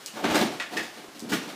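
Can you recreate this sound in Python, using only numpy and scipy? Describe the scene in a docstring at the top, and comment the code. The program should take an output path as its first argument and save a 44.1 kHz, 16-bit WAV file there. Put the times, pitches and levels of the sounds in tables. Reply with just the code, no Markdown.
"""Foil crackle and hollow thumps: a large dog pounces on an inflated foil balloon on a wooden kitchen floor.
Each shove buckles the foil in a burst of tiny snaps that also drum on the gas inside.
Paws thud, claws tick, and something small and hard, probably the weight on the ribbon, knocks twice.
A few brief squeaks come in between; the bare room rings on over a steady hush."""
import sys
import numpy as np
from scipy import signal
from scipy.fft import rfft, irfft
from scipy.io import wavfile
from scipy.ndimage import uniform_filter1d

SR = 44100
rng = np.random.default_rng(int(sys.argv[2]) if len(sys.argv) > 2 else 0)


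def digitize_waveform(pressure):
    """Quantize a signal to 16-bit integers and store it at the path in sys.argv[1].

    Rows of a 2-D input are taken as channels; values are limited to [-1, 1].
    """
    field = np.atleast_2d(pressure).T
    bounded = np.clip(field, -1, 1)
    quanta = np.round(bounded * 32767).astype(np.int16)
    wavfile.write(sys.argv[1], SR, quanta)


N = 68355
T = np.arange(N) / SR
AGE = T[:SR // 2]   # time since an onset [s]


def balloon():
    """Buckling foil rustles, crackles and drums on the hollow gas and the papery skin."""
    # (time [s], rise [s], t60 [s], gas [dB], skin [dB], rustle [dB], crackle [dB])
    shoves = [(0.0, 0.0079, 0.32, -62.5, -58, -53.5, -49.5),
              (0.062, 0.0041, 0.0729, -60.5, -60, -49.5, -44),
              (0.135, 0.0087, 0.48, -48.5, -51.5, -47.5, -50), (0.154, .015, 0.49, -41, -43, -47, -53),
              (0.226, 0.003, 0.19, -34, -38, -43.5, -51.5),
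              (0.238, 0.00483, 0.2047, -26.5, -29, -26.5, -44.5),
              (0.28, 0.0304, 0.4736, -28.5, -34, -32, -38), (0.343, 0.006, 0.3063, -25, -26.5, -25.5, -31),
              (0.407, 0.00417, 0.1043, -20.5, -28, -28.5, -34.5),
              (0.515, 0.0043, 0.2964, -47, -45, -45, -47.5), (0.705, .004, 0.214, -45.5, -47.5, -49, -48.5),
              (0.718, 0.0185, 0.19, -38, -40, -42, -46), (0.759, 0.0117, 0.2126, -34, -40.5, -38, -39.5),
              (0.823, 0.0045, 0.2352, -56, -51, -43, -45.5), (0.925, 0.015, 0.15, -63.5, -60, -52.5, -51),
              (0.962, 0.0124, 0.3272, -47, -49, -47.5, -53), (1.032, 0.011, 0.0827, -45, -53.5, -57, -62),
              (1.082, 0.0039, 0.0044, -45.5, -49.5, -59, -71.5),
              (1.143, 0.0067, 0.6, -51.5, -57.5, -55.5, -51.5),
              (1.235, 0.0123, 0.2238, -41, -49.5, -54, -64.5),
              (1.286, 0.0159, 0.1655, -34.5, -45.5, -41.5, -36),
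              (1.317, 0.00645, 0.1379, -29, -38.5, -29, -40.5),
              (1.33, 0.00453, 0.1308, -32, -40.5, -32.5, -33.5),
              (1.412, 0.0143, 0.3257, -42, -45, -44.5, -47), (1.474, 0.0165, 0.25, -43, -46, -43, -47)]
    # snap spectra: (frequency [Hz], level [dB])
    rustle_spectrum = [(100, -26), (300, -10.5), (700, -3), (1100, 2), (1500, 1.5), (2200, -0.5),
                       (3500, -5), (6000, -14.5), (10000, -26.5), (16000, -32)]
    crackle_spectrum = [(500, -24.5), (2000, -4.5), (4000, 4), (7000, -2.5), (10000, -7), (15000, -10.5)]
    # resonances: (frequency [Hz], width [Hz], level [dB])
    gas_modes = [(199.6, 35.4, -5), (240.04, 29, -3), (293.46, 45, 0), (359.34, 39.56, -2),
                 (439.3, 40.3, -7), (487.4, 39.5, -7.5)]
    skin_modes = [(566.9, 42.9, -0.5), (641.6, 42.2, -1), (693.3, 40.5, -1), (755, 49.8, -2),
                  (838.4, 38.6, -0.5), (932.2, 100.7, -7)]
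    envelopes = sum(amp(db)[:, None] * burst(s, rise_s, t60_s) for s, rise_s, t60_s, *db in shoves)
    gas, skin, rustle, crackle = envelopes
    foil = through(rustle * creases(), snap(rustle_spectrum))
    foil += through(crackle * creases(), snap(crackle_spectrum))
    return foil + gas * drumming(gas_modes) + skin * drumming(skin_modes)


def creases(snaps_per_s=3500, spread_db=4.5):
    """Random tiny snaps of uneven size, at an even running level."""
    sizes = amp(spread_db * np.minimum(rng.exponential(1, N), 3.33))
    signs = rng.choice([-1, 1], N)
    hits = rng.random(N) < snaps_per_s / SR
    return evened(sizes * signs * hits, samples=700)


def drumming(modes):
    """A patter of snaps excites damped resonances, at an even level."""
    body = sum((-1) ** k * amp(db) * width_hz * np.exp(-np.pi * width_hz * AGE)
               * np.cos(2 * np.pi * hz * AGE) for k, (hz, width_hz, db) in enumerate(modes))
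    body = butter(body + 1e-18, "high", hz=162)
    return evened(through(creases(), body), samples=500)


def foil_tones(relative_width=0.096):
    """Brief narrow tones from the foil: a high after-rattle, then two lower squeaks."""
    # (time [s], pitch [Hz], level [dB])
    tones = [(0.071, 2890, -45), (0.165, 998, -38), (0.187, 741, -40.5)]
    return sum(amp(db) * burst(s, rise_s=0.0091, t60_s=0.144) * drumming([(hz, relative_width * hz, 0)])
               for s, hz, db in tones)


def paws():
    """Soft pads set the floorboards ringing, at a pitch that varies with the spot."""
    # (time [s], relative level [dB], board pitch [ratio])
    landings = [(0.137, -39.5, 0.84), (0.249, -24.5, 1.21), (0.300, -29, 1.1), (0.411, -14.5, 1.05),
                (0.423, -18, 0.98), (0.440, -27, 0.72), (0.484, -33.5, .75), (0.761, -30, 1.0),
                (1.162, -41, 0.944), (1.223, -27, 0.99), (1.248, -32, 0.976), (1.318, -24, 0.911),
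                (1.345, -28.5, 0.997), (1.431, -33.5, 1.083)]
    # (frequency at ratio 1 [Hz], level [dB], t60 [s])
    board_modes = [(152.7, -12, 0.088), (201, -4, 0.078), (241.3, -0.5, 0.0876), (295, 1.5, 0.0682),
                   (357.4, -8.5, 0.054)]
    thuds = sum(amp(db) * ring(np.multiply(board_modes, [pitch, 1, 1]), s) for s, db, pitch in landings)
    thuds = butter(thuds / 2, "high", hz=153.2, order=4)
    return butter(thuds, "low", hz=602)


def ticks():
    """Claws and single creases click, each with a brief chatter behind it."""
    # (time [s], level [dB], upper edge [Hz])
    clicks = [(0.0613, -8, 14900), (0.2925, -20, 9040), (0.3565, -7.5, 12000), (0.776, -8, 6530),
              (1.195, -17, 14000), (1.203, -18, 14000), (1.3385, -16, 12000)]
    # (frequency [Hz], level [dB])
    click_spectrum = [(500, -45.5), (2500, -17.5), (4200, 2.5), (8000, 0), (11000, -7), (15000, -9.5)]
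    out = 0
    for s, db, top_hz in clicks:
        click = amp(-25) * burst(s, rise_s=0, t60_s=0.019) * creases()
        click[int(s * SR)] += 1
        out += amp(db) * butter(click, "low", hz=top_hz)
    return through(out, snap(click_spectrum))


def knocks_and_squeak(rise_s=0.002, clatter_t60_s=0.0775):
    """Short knocks and a brief squeak, each ringing near 1850 Hz."""
    # (time [s], clatter [dB], ring [dB], ring t60 [s])
    onsets = [(0.598, -25.5, -28.5, 0.0853), (0.620, -37.5, -35.5, 0.08), (0.768, -29.5, -23.5, 0.0839),
              (0.789, -37.5, -32, 0.0513), (1.323, -33, -31, 0.06)]
    # (frequency [Hz], level [dB], t60 [s])
    ring_modes = [(1495, -16.5, 0.068), (1841, -1, 0.075), (1920.8, -6.5, 0.078), (2489, -15.5, .06),
                  (2606, -12, .07), (3406, -15.5, 0.084)]
    # (frequency [Hz], level [dB])
    clatter_spectrum = [(200, -21.5), (600, -2), (1000, -4), (1900, 2), (2700, -1), (5000, -9.5),
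                        (8000, -17.5), (15000, -35.5)]
    clatter_envelope = sum(amp(db) * burst(s, rise_s, clatter_t60_s) for s, db, _, _ in onsets)
    ring_envelope = sum(amp(db) * burst(s, rise_s, t60_s) for s, _, db, t60_s in onsets)
    tone = butter(through(creases(), ring(ring_modes, 0)), "high", hz=884)
    clatter = through(clatter_envelope * creases(), snap(clatter_spectrum))
    return clatter + ring_envelope * evened(tone, samples=250)


def treads():
    """The floor shudders faintly under the dog's weight."""
    # (time [s], level [dB])
    steps = [(0.235, -58.5), (0.286, -39.5), (0.345, -50.5), (0.412, -50.5), (0.48, -53), (0.715, -65.5),
             (0.76, -53.5), (0.835, -58), (0.99, -72.5), (1.17, -66.5), (1.312, -53.5), (1.439, -64)]
    # (frequency [Hz], level [dB])
    shudder_spectrum = [(20, -16), (35, -11.5), (65, -10), (110, 7.5), (150, -1), (300, -26), (1000, -62.5)]
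    load = sum(amp(db) * burst(s, rise_s=0.021, t60_s=0.177) for s, db in steps)
    shudder = through(rng.standard_normal(N), snap(shudder_spectrum))
    return load * evened(shudder, samples=1500)


def kitchen(x, spots=4, spot_s=0.009):
    """Reverb of a moving source: it crossfades round several spots, each with its own echoes."""
    distances = [np.abs((T / spot_s - k) % spots - spots / 2) for k in range(spots)]
    fades = np.cos(np.pi / 2 * np.minimum(distances, 1))
    return sum(through(x * fade, response) for fade, response in zip(fades, echoes(spots)))


def echoes(spots, delay_s=0.002022, level_db=-2.5):
    """Quick reflections off floor and cabinets, then a diffuse tail; one response per spot."""
    # (frequency [Hz], t60 [s])
    room_decay = [(150, 0.435), (500, 0.455), (2000, 0.455), (6000, 0.579), (15000, 0.197)]
    edges_hz = np.geomspace(110, 17000, 11)
    size, out = len(AGE), 0
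    early = unit(burst(delay_s, rise_s=0.000534, t60_s=0.115))
    for low, high in zip(edges_hz, edges_hz[1:]):
        noise = rng.standard_normal((spots, size + 2000))
        band = butter(noise, "band", hz=[low, high])[:, -size:]
        band = evened(band, samples=int(2 * SR / (high - low))) * np.sqrt(2 * (high - low) / SR)
        late = unit(burst(delay_s, rise_s=0.008, t60_s=at_hz(room_decay, np.sqrt(low * high))))
        out += amp(level_db) * band * np.hypot(late, early)[:size]
    return out


def hush(level_db=-48.5):
    """Steady, dull background noise."""
    # (frequency [Hz], level [dB])
    hush_spectrum = [(25, -24.5), (70, -26.5), (130, -1), (250, 2), (600, 1), (1500, -2), (5000, -8),
                     (10000, -14.5), (15000, -20.5)]
    return amp(level_db) * through(rng.standard_normal(N), snap(hush_spectrum))


def snap(spectrum, size=4096):
    """Minimum-phase click with this spectrum, at unit energy."""
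    hz = np.arange(size // 2 + 1) * SR / size
    cepstrum = irfft(np.log(amp(at_hz(spectrum, hz))))
    cepstrum[size // 2:] = 0
    return unit(irfft(np.exp(2 * rfft(cepstrum)))[:size // 2])


def ring(modes, start_s):
    """Decaying sines set off by one blow."""
    tone = sum(amp(db - 60 * AGE / t60_s) * np.sin(2 * np.pi * hz * AGE) for hz, db, t60_s in modes)
    return np.pad(tone, (int(start_s * SR), N))[:N]


def burst(start_s, rise_s, t60_s):
    """Envelope: linear rise, exponential fade."""
    rise = np.minimum(AGE / max(rise_s, 1e-4), 1)
    fade = amp(-60 * np.maximum(AGE - rise_s, 0) / t60_s)
    return np.pad(rise * fade, (int(start_s * SR), N))[:N]


def evened(x, samples):
    """Hold the running RMS at one."""
    return x / np.sqrt(np.abs(uniform_filter1d(x ** 2, samples)) + 1e-12)


def amp(db):
    """Decibels to gain."""
    return 10 ** (np.asarray(db) / 20)


def unit(x):
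    """Scale to unit energy."""
    return x / np.sqrt(np.sum(x ** 2) + 1e-20)


def through(x, response):
    """Convolve with an impulse response."""
    return signal.fftconvolve(x, response)[:N]


def butter(x, kind, hz, order=2):
    """Butterworth filter."""
    return signal.sosfilt(signal.butter(order, hz, kind, fs=SR, output="sos"), x)


def at_hz(points, hz):
    """Interpolate a table over log frequency."""
    knots_hz, values = np.transpose(points)
    return np.interp(np.log(np.maximum(hz, 1)), np.log(knots_hz), values)


def scene():
    """Dog and balloon in the kitchen, over the hush; mono."""
    direct = balloon() + foil_tones() + paws() + ticks() + knocks_and_squeak()
    background = hush()
    action = direct + kitchen(direct) + treads()
    return (amp(-1.5) * action + background)[None]


def record(dry, cutoff_hz=15400):
    """Steep low-pass."""
    return signal.sosfilt(signal.ellip(12, .2, 80, cutoff_hz, fs=SR, output="sos"), dry)


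dry = scene()
out = record(dry)
digitize_waveform(out)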